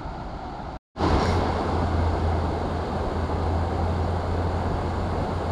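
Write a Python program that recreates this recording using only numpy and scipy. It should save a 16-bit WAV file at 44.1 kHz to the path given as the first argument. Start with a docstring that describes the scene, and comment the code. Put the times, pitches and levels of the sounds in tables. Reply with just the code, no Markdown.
"""A city river. From the far bank, town rumble and the thin rush of a weir, dulled by air absorption.
After a short near-silence the walker stands closer: countless bubbles merge into a roar, spray fizzes,
and an engine on the bridge drones at its firing frequency over traffic rumble. The near sound opens
loud and bright, then settles. A swish with a dry tick passes early on, a faint high pip later."""
import sys
import numpy as np
from scipy import signal
from scipy.io import wavfile
from scipy.ndimage import uniform_filter1d

SR = 44100
rng = np.random.default_rng(int(sys.argv[2]) if len(sys.argv) > 2 else 0)


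def persist_wave(psi):
    """Save psi, clipped to +-1, as 16-bit WAV."""
    counts = np.round(np.clip(psi, -1, 1) * 32767).astype(np.int16)
    wavfile.write(sys.argv[1], SR, np.atleast_2d(counts).T)


N = 242991
T = np.arange(N) / SR
FAR_END_S, NEAR_START_S = 0.7712, 0.948


def gain_of(db):
    """Amplitude ratio of a level: a factor of ten per 20 dB."""
    return 10 ** (np.asarray(db) / 20)


def unit_rms(x):
    """Normalisation to unit mean power."""
    return x / np.sqrt(np.mean(x ** 2) + 1e-20)


def level_at(spectrum, hz):
    """Level in dB, interpolated on a logarithmic frequency axis."""
    f, db = np.transpose(spectrum)
    return np.interp(np.log(hz + 1), np.log(f + 1), db)


def resonate(x, hz, width):
    """Resonance by heterodyning: shift hz down to zero, low-pass, shift back."""
    carrier = np.exp(2j * np.pi * np.cumsum(hz * np.ones(len(x))) / SR)
    pole = np.exp(-np.pi * width / SR)
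    return 2 * (carrier * signal.lfilter([1 - pole], [1, -pole], x / carrier)).real


def band(x, hz, width):
    """Three equal resonances in cascade give a steep pass band."""
    return resonate(resonate(resonate(x, hz, width), hz, width), hz, width)


def settle(db, extra_db, hold_s, tau_s):
    """Gain whose excess level holds as the near sound opens, then relaxes exponentially."""
    return gain_of(db + extra_db * np.exp(-np.maximum(T - NEAR_START_S - hold_s, 0) / tau_s))


def bumps(rows, half_s):
    """Superposed Gaussian changes of level, in dB."""
    return sum(db * np.exp(-((T - s) / half_s) ** 2) for s, db in rows)


# Passing coloration as the near water opens: f/Hz, gain/dB
OPENING_COLOUR = [(100, -6.5), (300, 1.5), (560, -4), (900, 0), (1500, 0.4), (2150, 2), (2600, 3),
                  (4500, 3.5), (5500, 8), (7000, -0.8), (8000, -2.5), (10300, -1), (11000, -7),
                  (14000, -14)]

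def rush(*spectra, size, patchy_db=0, flicker_db=0, opens=False):
    """Spectrally shaped Gaussian noise, modulated by drifting patches and a broadband flicker."""
    hop = size // 4
    hz = np.fft.rfftfreq(size, 1 / SR)
    t = np.arange(N // hop + 5) * hop / SR
    real, imag, patches = rng.standard_normal((len(t), len(hz), 3)).T
    patches = uniform_filter1d(patches, size=size // 100, axis=0)
    patches = unit_rms(uniform_filter1d(patches, size=3000 // hop, axis=1))
    db = sum(level_at(spectrum, hz) for spectrum in spectra)[:, None]
    db = db + patchy_db * patches + flicker_db * rng.standard_normal(len(t))
    if opens:
        db += level_at(OPENING_COLOUR, hz)[:, None] * np.exp(-np.maximum(t - NEAR_START_S, 0) / 0.88)
    _, noise = signal.istft((real + 1j * imag) * gain_of(db), nperseg=size, noverlap=size - hop)
    return unit_rms(noise[:N])


# Spectra of the distant roar and of town rumble: f/Hz, relative level/dB
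FAR_ROAR_SPECTRUM = [(44, -29.5), (80, -8), (100, -15.5), (125, -4.5), (170, -8.5), (340, -9.5),
                     (490, -20.5), (740, -6.5), (900, -11), (1130, -20), (1380, -17.5), (1850, -33),
                     (2170, -29.5), (2500, -41.5), (3200, -70.5), (5500, -120)]
RUMBLE_SPECTRUM = [(10, -36), (20, -14), (32, -5), (52, -1), (66, 0), (90, -12), (130, -38.5), (400, -120)]
# The water's high hiss as coloured by the microphone, shared by both places: f/Hz, relative level/dB
TREBLE_COLOUR = [(1100, -37), (1900, -20.5), (2500, -3), (4600, -1.16), (5250, -11.5), (6000, -15.5),
                 (7150, -11), (8060, -19.5), (8750, -14.5), (9900, -22.5), (10800, -28), (12300, -27.5),
                 (14200, -45), (14900, -55)]
# Treble loss over the long path: f/Hz, gain/dB
AIR_ABSORPTION = [(2000, -0.8), (6000, 0.5), (8500, -6), (10100, -3.5), (10700, -12), (12500, -14.5),
                  (13000, -23)]

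def far_bank():
    """Ground-echo interference notches the roar and air absorption dulls the fizz, over town rumble."""
    roar = rush(FAR_ROAR_SPECTRUM, size=2048)
    fizz = rush(TREBLE_COLOUR, AIR_ABSORPTION, size=512, patchy_db=0.5, flicker_db=0.8)
    rumble = rush(RUMBLE_SPECTRUM, size=4096, patchy_db=1.0, flicker_db=3.1)
    return gain_of(-35) * roar + gain_of(-55.5) * fizz + gain_of(-37.5) * rumble


# Spectrum of the roar close by: f/Hz, relative level/dB
NEAR_ROAR_SPECTRUM = [(56, -32), (90, -8.5), (118, -9.5), (168, -8.5), (284, -12.5), (440, -11),
                      (570, -14.5), (780, -11.5), (950, -16.5), (1250, -22), (1600, -26), (1860, -36),
                      (2170, -31), (2400, -46), (3100, -69), (5500, -120)]

def weir():
    """Incoherent summation: countless bubbles merge into a smooth roar, with spray fizzing above."""
    roar = rush(NEAR_ROAR_SPECTRUM, size=2048, patchy_db=0.6, flicker_db=0.52, opens=True)
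    roar *= settle(db=-29, extra_db=7.5, hold_s=0.23, tau_s=0.5)
    fizz = rush(TREBLE_COLOUR, size=512, patchy_db=0.54, flicker_db=0.63, opens=True)
    fizz *= settle(db=-48.5, extra_db=8, hold_s=0.13, tau_s=0.46)
    approach = gain_of(0.6 * np.maximum(T - 4.15, 0))  # 0.6 dB/s as the walker comes closer
    return approach * (roar + fizz)


# Wavering firing tone: t/s, f/Hz, level/dB
FIRING_TONE = [(1.0, 82.5, -29), (1.13, 87.7, -26.5), (1.37, 87.1, -26), (1.6, 82.7, -31),
               (1.77, 84.3, -25.5), (2.03, 83.34, -22.5), (2.36, 83.4, -25), (2.55, 82.6, -32),
               (3.12, 82.7, -32), (3.62, 83.8, -24), (3.78, 83.8, -28.5), (3.98, 85.2, -26.5),
               (4.65, 85.8, -28.5), (5.1, 87, -31), (5.51, 87, -30.5)]
# Brief dips in that tone: t/s, gain/dB
TONE_DIPS = [(1.23, -18), (1.47, -12), (1.61, -13), (1.88, -4), (2.17, -9), (2.87, -12.5), (3.71, -7),
             (4.79, -10), (5.28, -12), (5.44, -8)]

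def engine():
    """Periodic firing gives a tone; uneven running spreads a skirt of noise sidebands around it."""
    times, pitches, levels = np.transpose(FIRING_TONE)
    hz = np.interp(T, times, pitches)
    db = np.interp(T, times, levels) + bumps(TONE_DIPS, half_s=0.036)
    tone = np.sqrt(2) * np.sin(2 * np.pi * np.cumsum(hz) / SR)
    skirt = resonate(rng.standard_normal(N), hz, width=13)
    skirt = unit_rms(resonate(skirt, hz, width=13))
    return gain_of(db) * tone + gain_of(-44) * skirt


# Brief swells of the rumble: t/s, gain/dB
TRAFFIC_SWELLS = [(1.14, 4.5), (4.3, 5.5), (4.72, 5), (5.0, 5)]

def traffic():
    """Low-frequency traffic noise, amplitude-modulated by brief swells."""
    rumble = rush(RUMBLE_SPECTRUM, size=4096, patchy_db=1.3, flicker_db=1.0)
    swells = gain_of(bumps(TRAFFIC_SWELLS, half_s=0.058))
    return settle(db=-36.5, extra_db=5, hold_s=0.44, tau_s=0.5) * swells * rumble


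# Noise bands of a scuff: f/Hz, stage bandwidth/Hz, relative level/dB, delay/s
SCUFF_BANDS = [(1570, 360, -4, .001), (2120, 230, 2, .001), (4300, 1600, 1.5, 0.009), (5230, 350, -6, .005),
               (5520, 310, -2.5, .001), (6900, 830, -10, 0.014), (9000, 2600, -14.5, 0.033),
               (11800, 1800, -25, 0.081)]

def swish(start_s=1.218, rise_s=0.035, hold_s=0.05, fall_s=0.093):
    """Friction noise of a nearby scuff: grainy bands that rise and fall on Gaussian flanks."""
    n = 2 * SR
    grit = unit_rms(uniform_filter1d(rng.standard_normal(n), size=200))
    friction = rng.standard_normal(n) * gain_of(1.2 * grit)
    scuff = np.zeros(n)
    for hz, width, db, delay in SCUFF_BANDS:
        t = T[:n] - start_s - delay
        flank = np.minimum(t, 0) / rise_s + np.maximum(t - hold_s, 0) / fall_s
        scuff += np.exp(-flank ** 2) * gain_of(db) * unit_rms(band(friction, hz, width))
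    return gain_of(-44) * np.pad(scuff, (0, N - n))


# Resonances of the tick: f/Hz, stage bandwidth/Hz, peak level/dB
TICK_RESONANCES = [(1560, 410, -22), (7000, 1200, -40), (8750, 1200, -41), (11700, 2600, -47)]

def tick(start_s=1.2562):
    """The impulse response of heavily damped resonances is one dry tick."""
    impulse = signal.unit_impulse(N, round(start_s * SR))
    click = np.zeros(N)
    for hz, width, db in TICK_RESONANCES:
        ring = band(impulse, hz, width)
        click += gain_of(db) * ring / abs(ring).max()
    return click


# Faint high tone burst: t/s, f/Hz, half width/s, peak level/dB
TONE_BURST = [(4.04, 5550, 0.013, -57)]

def pip():
    """A Gaussian envelope on a sinusoid gives a soft-edged, narrow-band blip."""
    return sum(gain_of(db) * np.exp(-((T - s) / half_s) ** 2) * np.sin(2 * np.pi * hz * T)
               for s, hz, half_s, db in TONE_BURST)


def scene():
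    """Two places in turn: the far bank stops in a faint wisp, then the near sources fade in together."""
    wisp = gain_of(-30) * np.clip(1 - (T - FAR_END_S) / 0.018, 0, 1)
    far = far_bank() * np.where(T < FAR_END_S, 1, wisp)
    fade_in = np.clip((T - NEAR_START_S) / 0.09, 0, 1) ** 1.4
    near = weir() + engine() + traffic() + swish() + tick() + pip()
    return (far + fade_in * near)[None]


def record(dry):
    """Linear-phase low-pass at 14.9 kHz; mirrored ends let the filter run in smoothly."""
    taps = signal.firwin(511, 14900, window=("kaiser", 9), fs=SR)
    mirrored = np.pad(dry[0], 255, "reflect", reflect_type="odd")
    return signal.oaconvolve(mirrored, taps, "valid")[None]


dry = scene()
out = record(dry)
persist_wave(out)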